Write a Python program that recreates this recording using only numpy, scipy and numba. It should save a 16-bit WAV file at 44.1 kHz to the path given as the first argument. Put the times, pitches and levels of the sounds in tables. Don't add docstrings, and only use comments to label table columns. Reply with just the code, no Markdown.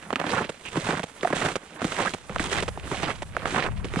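import sys
import numpy as np
from scipy import signal
from scipy.fft import rfft, irfft
from scipy.io import wavfile
from scipy.ndimage import uniform_filter1d
from numba import njit

SR = 44100
rng = np.random.default_rng(int(sys.argv[2]) if len(sys.argv) > 2 else 0)


def transcribe(signal):
    frames = np.atleast_2d(signal).T
    limited = np.clip(frames, -1, 1)
    pcm = np.round(limited * 32767).astype(np.int16)
    wavfile.write(sys.argv[1], SR, pcm)


N = 176400

# pitch_hz [Hz], relative level_db [dB]
SNOW_COLOUR = [(90, -29.5), (170, -9), (670, -4), (1300, 4.5), (1900, 6.5), (3200, -1.5), (5000, -54)]

CRACK_Q, THUD_Q, RING_Q = 2.51, 1.47, 7.7
THUD_HZ, FRACTURE_HZ = 203, 2530
RING_LAG_S = 0.00185
SPRAY_DB, SPRAY_S = -28.5, 0.0051
GRAIN_SCATTER_DB, CLUMP_DB = 2, 2.5


def undb(db):
    return 10 ** (np.asarray(db) / 20)


def on_hz(table, hz):
    points = np.array(table)
    return np.interp(np.log(np.maximum(hz, 1)), np.log(points[:, 0]), points[:, 1])


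def on_time(table, column=1):
    rows = np.array(table)
    return np.interp(np.arange(N) / SR, rows[:, 0], rows[:, column])


def at(s):
    return (s * SR).astype(np.int64)


def unit(x):
    return x / np.sqrt(np.mean(x ** 2))


def noise(table):
    spectrum = rfft(rng.standard_normal(N))
    return unit(irfft(spectrum * undb(on_hz(table, np.fft.rfftfreq(N, 1 / SR))), N))


def walk(rate):
    hold = max(int(SR / rate), 2)
    levels = rng.standard_normal(4000)
    return unit(uniform_filter1d(levels[np.arange(N) // hold % len(levels)], hold // 2 + 1))


@njit
def grains(n, start, turn, q, size):
    out = np.zeros(n)
    for g in range(len(start)):
        spin = np.exp(1j * turn[g] - turn[g] / (2 * q[g]))
        fade = np.exp(-turn[g] / 2)
        z, softness = size[g] + 0j, 1.
        for i in range(max(start[g], 0), min(n, start[g] + int(12 * q[g] / turn[g]))):
            out[i] += z.imag * (1 - softness)
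            z, softness = z * spin, softness * fade
    return out


def ring(s, hz, q, size):
    turn = 2 * np.pi * np.clip(hz, 40, SR / 3) / SR
    return grains(N, at(s), turn, q + 0 * s, size)


def kicked(s, db, decay_s):
    kicks = np.bincount(at(s), undb(db), N)
    return signal.lfilter([1], [1, -np.exp(-1 / (decay_s * SR))], kicks)


def snowshoes(clumps):
    # time_s [s], relative crush_db [dB], relative slide_db [dB]
    step_rows = [
        [(.05, -54, -64.5), (.19, -49, -77), (.235, -43.5, -61), (.32, -39, -49.5), (.42, -33.5, -51),
         (.455, -45, -72), (.47, -54, -67.5)],
        [(.61, -62.5, -66), (.665, -55, -53.5), (.705, -65, -60), (.755, -40.5, -54.5), (.80, -45.5, -51),
         (.88, -37.5, -47.5), (.97, -36.5, -53.5), (.99, -48, -58), (1.07, -61, -62.5)],
        [(1.19, -58.5, -66), (1.24, -50, -55.5), (1.34, -43, -62.5), (1.355, -40.5, -45.5), (1.42, -39, -46),
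         (1.46, -34.5, -46), (1.52, -44, -50), (1.54, -63, -57), (1.58, -57, -65.5)],
        [(1.72, -57.5, -65), (1.8, -47.5, -66.5), (1.83, -48, -49), (1.95, -47.5, -51), (1.99, -38.5, -48.5),
         (2.035, -35.5, -50.5), (2.08, -40.5, -48.5), (2.11, -66, -54), (2.17, -63, -62)],
        [(2.28, -66, -68), (2.32, -50.5, -60), (2.385, -52, -60), (2.4, -45, -47), (2.51, -45.5, -50),
         (2.53, -36, -43), (2.6, -32.5, -51.5), (2.62, -52, -51.5), (2.71, -61.5, -68.5)],
        [(2.83, -50.5, -68.5), (2.9, -55, -53.5), (2.93, -40.5, -51), (3.02, -45, -52), (3.04, -36.5, -53),
         (3.11, -38, -52.5), (3.13, -48.5, -59), (3.26, -64, -72.5)],
        [(3.39, -48.5, -86), (3.45, -49.5, -80), (3.47, -39.5, -54), (3.53, -46, -50.5), (3.545, -33, -47.5),
         (3.63, -35, -56.5), (3.685, -40.5, -60), (3.7, -55.5, -75)],
        [(3.83, -56, -72), (3.87, -51, -73), (3.94, -54.5, -60.5), (4.0, -35, -48.5)],
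    ]
    # freq_hz [Hz], relative level_db [dB]
    slide_colour = [(2000, -13), (3500, -15), (4600, -23), (8500, -20.5), (10100, -29), (11500, -45),
                    (14000, -46), (15500, -65)]
    rows = [row for step in step_rows for row in step]
    knocks, spray = np.sum([cracks(), snaps(), slaps()], axis=0)
    load = knocks + thuds() + creaks() + crush(rows, clumps)
    body = signal.sosfilt(signal.butter(4, (84, 7400), "band", fs=SR, output="sos"), load)

    flicker_db = 3 * (0.49 * clumps + walk(300))
    slide = undb(on_time(rows, column=2) + 9.5 + flicker_db)

    hollow_hz, hollow_width_hz, hollow_db = 168.7, 33.5, -0.5
    peak = signal.iirpeak(hollow_hz, hollow_hz / hollow_width_hz, SR)
    hollow = signal.lfilter(*peak, body) * undb(hollow_db)
    return body + hollow + noise(slide_colour) * (slide + spray)


def cracks(count=16):
    # start_s [s], relative level_db [dB], plate pitch_hz [Hz]
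    crust_cracks = [(.105, -15.5, 720), (.128, -9.5, 705), (.159, -13.5, 900), (.194, -21, 765),
                    (.199, -10, 910), (0.214, -13.5, 820), (.241, -15, 310), (.335, -18, 720),
                    (.756, -12.5, 614), (.769, -12, 313), (.888, -11.5, 336), (.995, -15, 610),
                    (1.231, -11.5, 370), (1.247, -15, 660), (1.303, -14, 312), (1.33, -10, 605),
                    (1.818, -10, 255), (1.844, -11.5, 310), (1.921, -12, 1880), (2.003, -11.5, 715),
                    (2.295, -20, 470), (2.396, -11.5, 322), (2.915, -14, 380), (3.031, -14, 312),
                    (3.456, -9.5, 1200), (3.937, -17, 360)]
    burst_s, spread_oct, sag_oct, burst_db = 0.01, 1.11, 1, -9
    s, db, hz = np.array(crust_cracks).T[:, :, None]
    u, g = rng.random((len(s), count)), rng.standard_normal((len(s), 2, count))
    late = u ** 1.815
    late[:, 0] = 0
    pitch = np.sqrt(hz * 1100) * 2 ** (spread_oct * g[:, 0] + sag_oct * (.5 - late))
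    size = undb(-8 * late + on_hz(SNOW_COLOUR, pitch)) * np.sign(g[:, 1])
    strength = np.sqrt(np.mean(size ** 2 * 1000 / pitch, axis=1, keepdims=True))
    size = size * undb(db + burst_db) / strength
    burst = ring((s + burst_s * late).ravel(), pitch.ravel(), CRACK_Q, size.ravel())

    s, db, hz = s[:, 0], db[:, 0], hz[:, 0]
    spray = kicked(s, db + SPRAY_DB, SPRAY_S)
    plate = ring(s + RING_LAG_S, hz, RING_Q, undb(db - 12.5))
    first = ring(s, FRACTURE_HZ * 2 ** (g[:, 1, 1] / 4), CRACK_Q / 2, undb(db - 8.5))
    return first + burst + plate, spray


def crush(rows, clumps, count=18000):
    grain_q, colour_oct, colours_per_s = 2.4, 0.33, 40
    u = rng.random((count, 4)).T
    s = u[0] * N / SR
    hz = 90 + 5500 * u[1] ** 1.566
    scatter_db = -GRAIN_SCATTER_DB * np.log(u[2] + 0.0017)
    db = on_hz(SNOW_COLOUR, hz) + 10 * np.log10(hz ** 0.33) + scatter_db
    hz = hz * 2 ** (colour_oct * walk(colours_per_s)[at(s)])
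    breaking = ring(s, hz, grain_q * (.5 + u[3]), undb(db + CLUMP_DB * clumps[at(s)]))
    return (squeaks(clumps) + unit(breaking)) * undb(on_time(rows) + 5)


def squeaks(clumps, count=900):
    centre_hz, spread_oct, squeak_q = 1004, 0.94, 8.8
    u, g = rng.random((count, 2)).T, rng.standard_normal(count)
    scatter_db = -GRAIN_SCATTER_DB * np.log(u[1] + 0.048)
    size = undb(scatter_db + CLUMP_DB * clumps[(u[0] * N).astype(int)])
    slips = ring(u[0] * N / SR, centre_hz * 2 ** (spread_oct * g), squeak_q, size)
    return unit(slips) * undb(-6)


def clumping():
    clumps_per_s, settle_s = 130, 0.0053
    u = rng.random((clumps_per_s * N // SR, 2)).T
    kick_db = -6.0 * np.log(u[1] + 0.082)
    level = np.log(kicked(u[0] * N / SR, kick_db, settle_s) + 0.7)
    return unit(level - level.mean())


def slaps(count=40):
    # start_s [s], relative level_db [dB]
    tail_slaps = [(.444, -29), (.493, -22.5), (1.032, -22.5), (1.556, -18.5), (2.137, -20), (2.625, -20.5),
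                  (2.68, -20.5), (3.221, -23.5), (3.667, -33), (3.845, -24)]
    slap_s, rattle_hz, spread_oct, spray_db, thud_db = 0.011, 1000, 1.22, -37.5, -3.5
    s, db = np.array(tail_slaps).T[:, :, None]
    when = s + slap_s * rng.random((len(s), count)) ** 1.5
    g = rng.standard_normal((len(s), 2, count))
    pitch = rattle_hz * 2 ** (spread_oct * np.clip(g[:, 0], -1, 2))
    when[:, 0], pitch[:, 0], g[:, 1, 0] = s[:, 0], FRACTURE_HZ, 3.9
    rattle = ring(when.ravel(), pitch.ravel(), CRACK_Q, (undb(db) * g[:, 1] / 2).ravel())
    thud = ring(s[:, 0] + slap_s / 2, THUD_HZ + 0 * s[:, 0], THUD_Q, undb(db[:, 0] + thud_db))
    spray = kicked(when.ravel(), (db + spray_db + 0 * when).ravel(), SPRAY_S / 2)
    return rattle + thud, spray


def snaps():
    # start_s [s], relative level_db [dB], centre pitch_hz [Hz]
    crust_snaps = [(0.1579, -6.5, 2160), (.72, -26, 2600), (1.21, -23, 3000), (1.274, -10, 1310),
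                   (1.327, -10.5, 1690), (1.966, -14.5, 1920), (2.321, -32, 2800), (2.361, -8, 1210),
                   (2.384, -17.5, 2880), (2.775, -18.5, 760), (2.798, -22.5, 2580), (3.367, -6, 1280),
                   (3.625, -10, 1820), (3.772, -31, 2160), (3.96, -12, 1580)]
    snap_q = 3.2
    s, db, hz = np.array(crust_snaps).T
    bend = 1 + 0.092 * rng.standard_normal(len(s))
    knock = ring(s + 2 * RING_LAG_S, hz / 2, snap_q, undb(db - 11.5))
    return ring(s, hz * bend, snap_q, undb(db)) + knock, kicked(s, db + SPRAY_DB, SPRAY_S / 2)


def thuds():
    # start_s [s], relative level_db [dB]
    landings = [(.759, -20), (0.892, -24), (.998, -26), (1.333, -16), (1.821, -16.5), (1.848, -11.5),
                (2.3, -24), (2.399, -13.5), (2.917, -17), (3.033, -21), (3.969, -10.5)]
    s, db = np.array(landings).T
    bend_oct = 0.085 * rng.standard_normal(len(s))
    return ring(s, THUD_HZ * 2 ** bend_oct, THUD_Q, undb(db))


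def creaks(count=8):
    # start_s [s], length_s [s], nominal pitch_hz [Hz], relative level_db [dB]
    frame_creaks = [(0.651, .04, 2770, -26), (1.248, 0.00806, 730, -20.5), (2.052, 0.014, 1240, -23),
                    (2.07, 0.013, 1660, -19.5)]
    s, length, hz, db = np.array(frame_creaks).T[:, :, None]
    u = rng.random((len(s), 2, count))
    slips = s + length * (np.arange(count) + u[:, 0]) / count
    pitch = hz * (0.917 + 0.12 * u[:, 1])
    return ring(slips.ravel(), pitch.ravel(), RING_Q, (undb(db) + 0 * slips).ravel())


def wind():
    # time_s [s], relative level_db [dB]
    gust_levels = [(0.0, -67), (0.51, -62), (0.66, -87), (0.76, -80), (1.11, -77), (1.36, -57), (1.74, -84),
                   (1.84, -71), (2.28, -60), (2.36, -44.5), (3.6, -49), (3.7, -37.5), (4.0, -39)]
    # freq_hz [Hz], relative level_db [dB]
    rumble_colour = [(20, -7.5), (75, 0), (177, -8), (308, -26), (1100, -120)]
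    gust_db = on_time(gust_levels) + 6.5
    return np.array([noise(rumble_colour) * undb(gust_db + 2.5 * walk(12)) for _ in range(2)])


def hush(swell):
    # freq_hz [Hz], relative level_db [dB]
    hush_colour = [(60, -38), (150, -9.5), (900, -7), (2800, -35), (4200, -24), (9500, -12), (12000, -28.5),
                   (15500, -48)]
    return noise(hush_colour) * undb(-55.5 + 3.4 * swell)


def ports(right, scattered):
    # freq_hz [Hz], left_minus_right_db [dB]
    port_balance = [(200, -0.5), (380, -1), (700, -4.5), (1200, -11), (2380, -10.5), (4400, -3.5),
                    (15000, -5)]
    # freq_hz [Hz], likeness [0-1]
    port_likeness = [(290, 1), (640, 0.84), (1400, 0.67), (3100, 0.64), (6800, 0.34)]
    left_lag_s = 4.5e-5
    hz = np.fft.rfftfreq(2 * N, 1 / SR)
    near, far = (rfft(np.r_[x, x[::-1]]) for x in (right, scattered))
    alike = np.clip(on_hz(port_likeness, hz), 0, 1)
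    delayed = np.exp(-2j * np.pi * hz * left_lag_s) * near
    left = alike * delayed + np.sqrt(1 - alike ** 2) * far
    return np.array([irfft(left * undb(on_hz(port_balance, hz)))[:N], right])


def scene():
    clumps, swell = clumping(), walk(27)
    paths = [undb(6.0) * snowshoes(clumps) + hush(swell) for _ in range(2)]
    return ports(*paths) + wind()


def record(dry):
    return signal.sosfilt(signal.ellip(10, .2, 80, 15650, fs=SR, output="sos"), dry)


dry = scene()
out = record(dry)
transcribe(out)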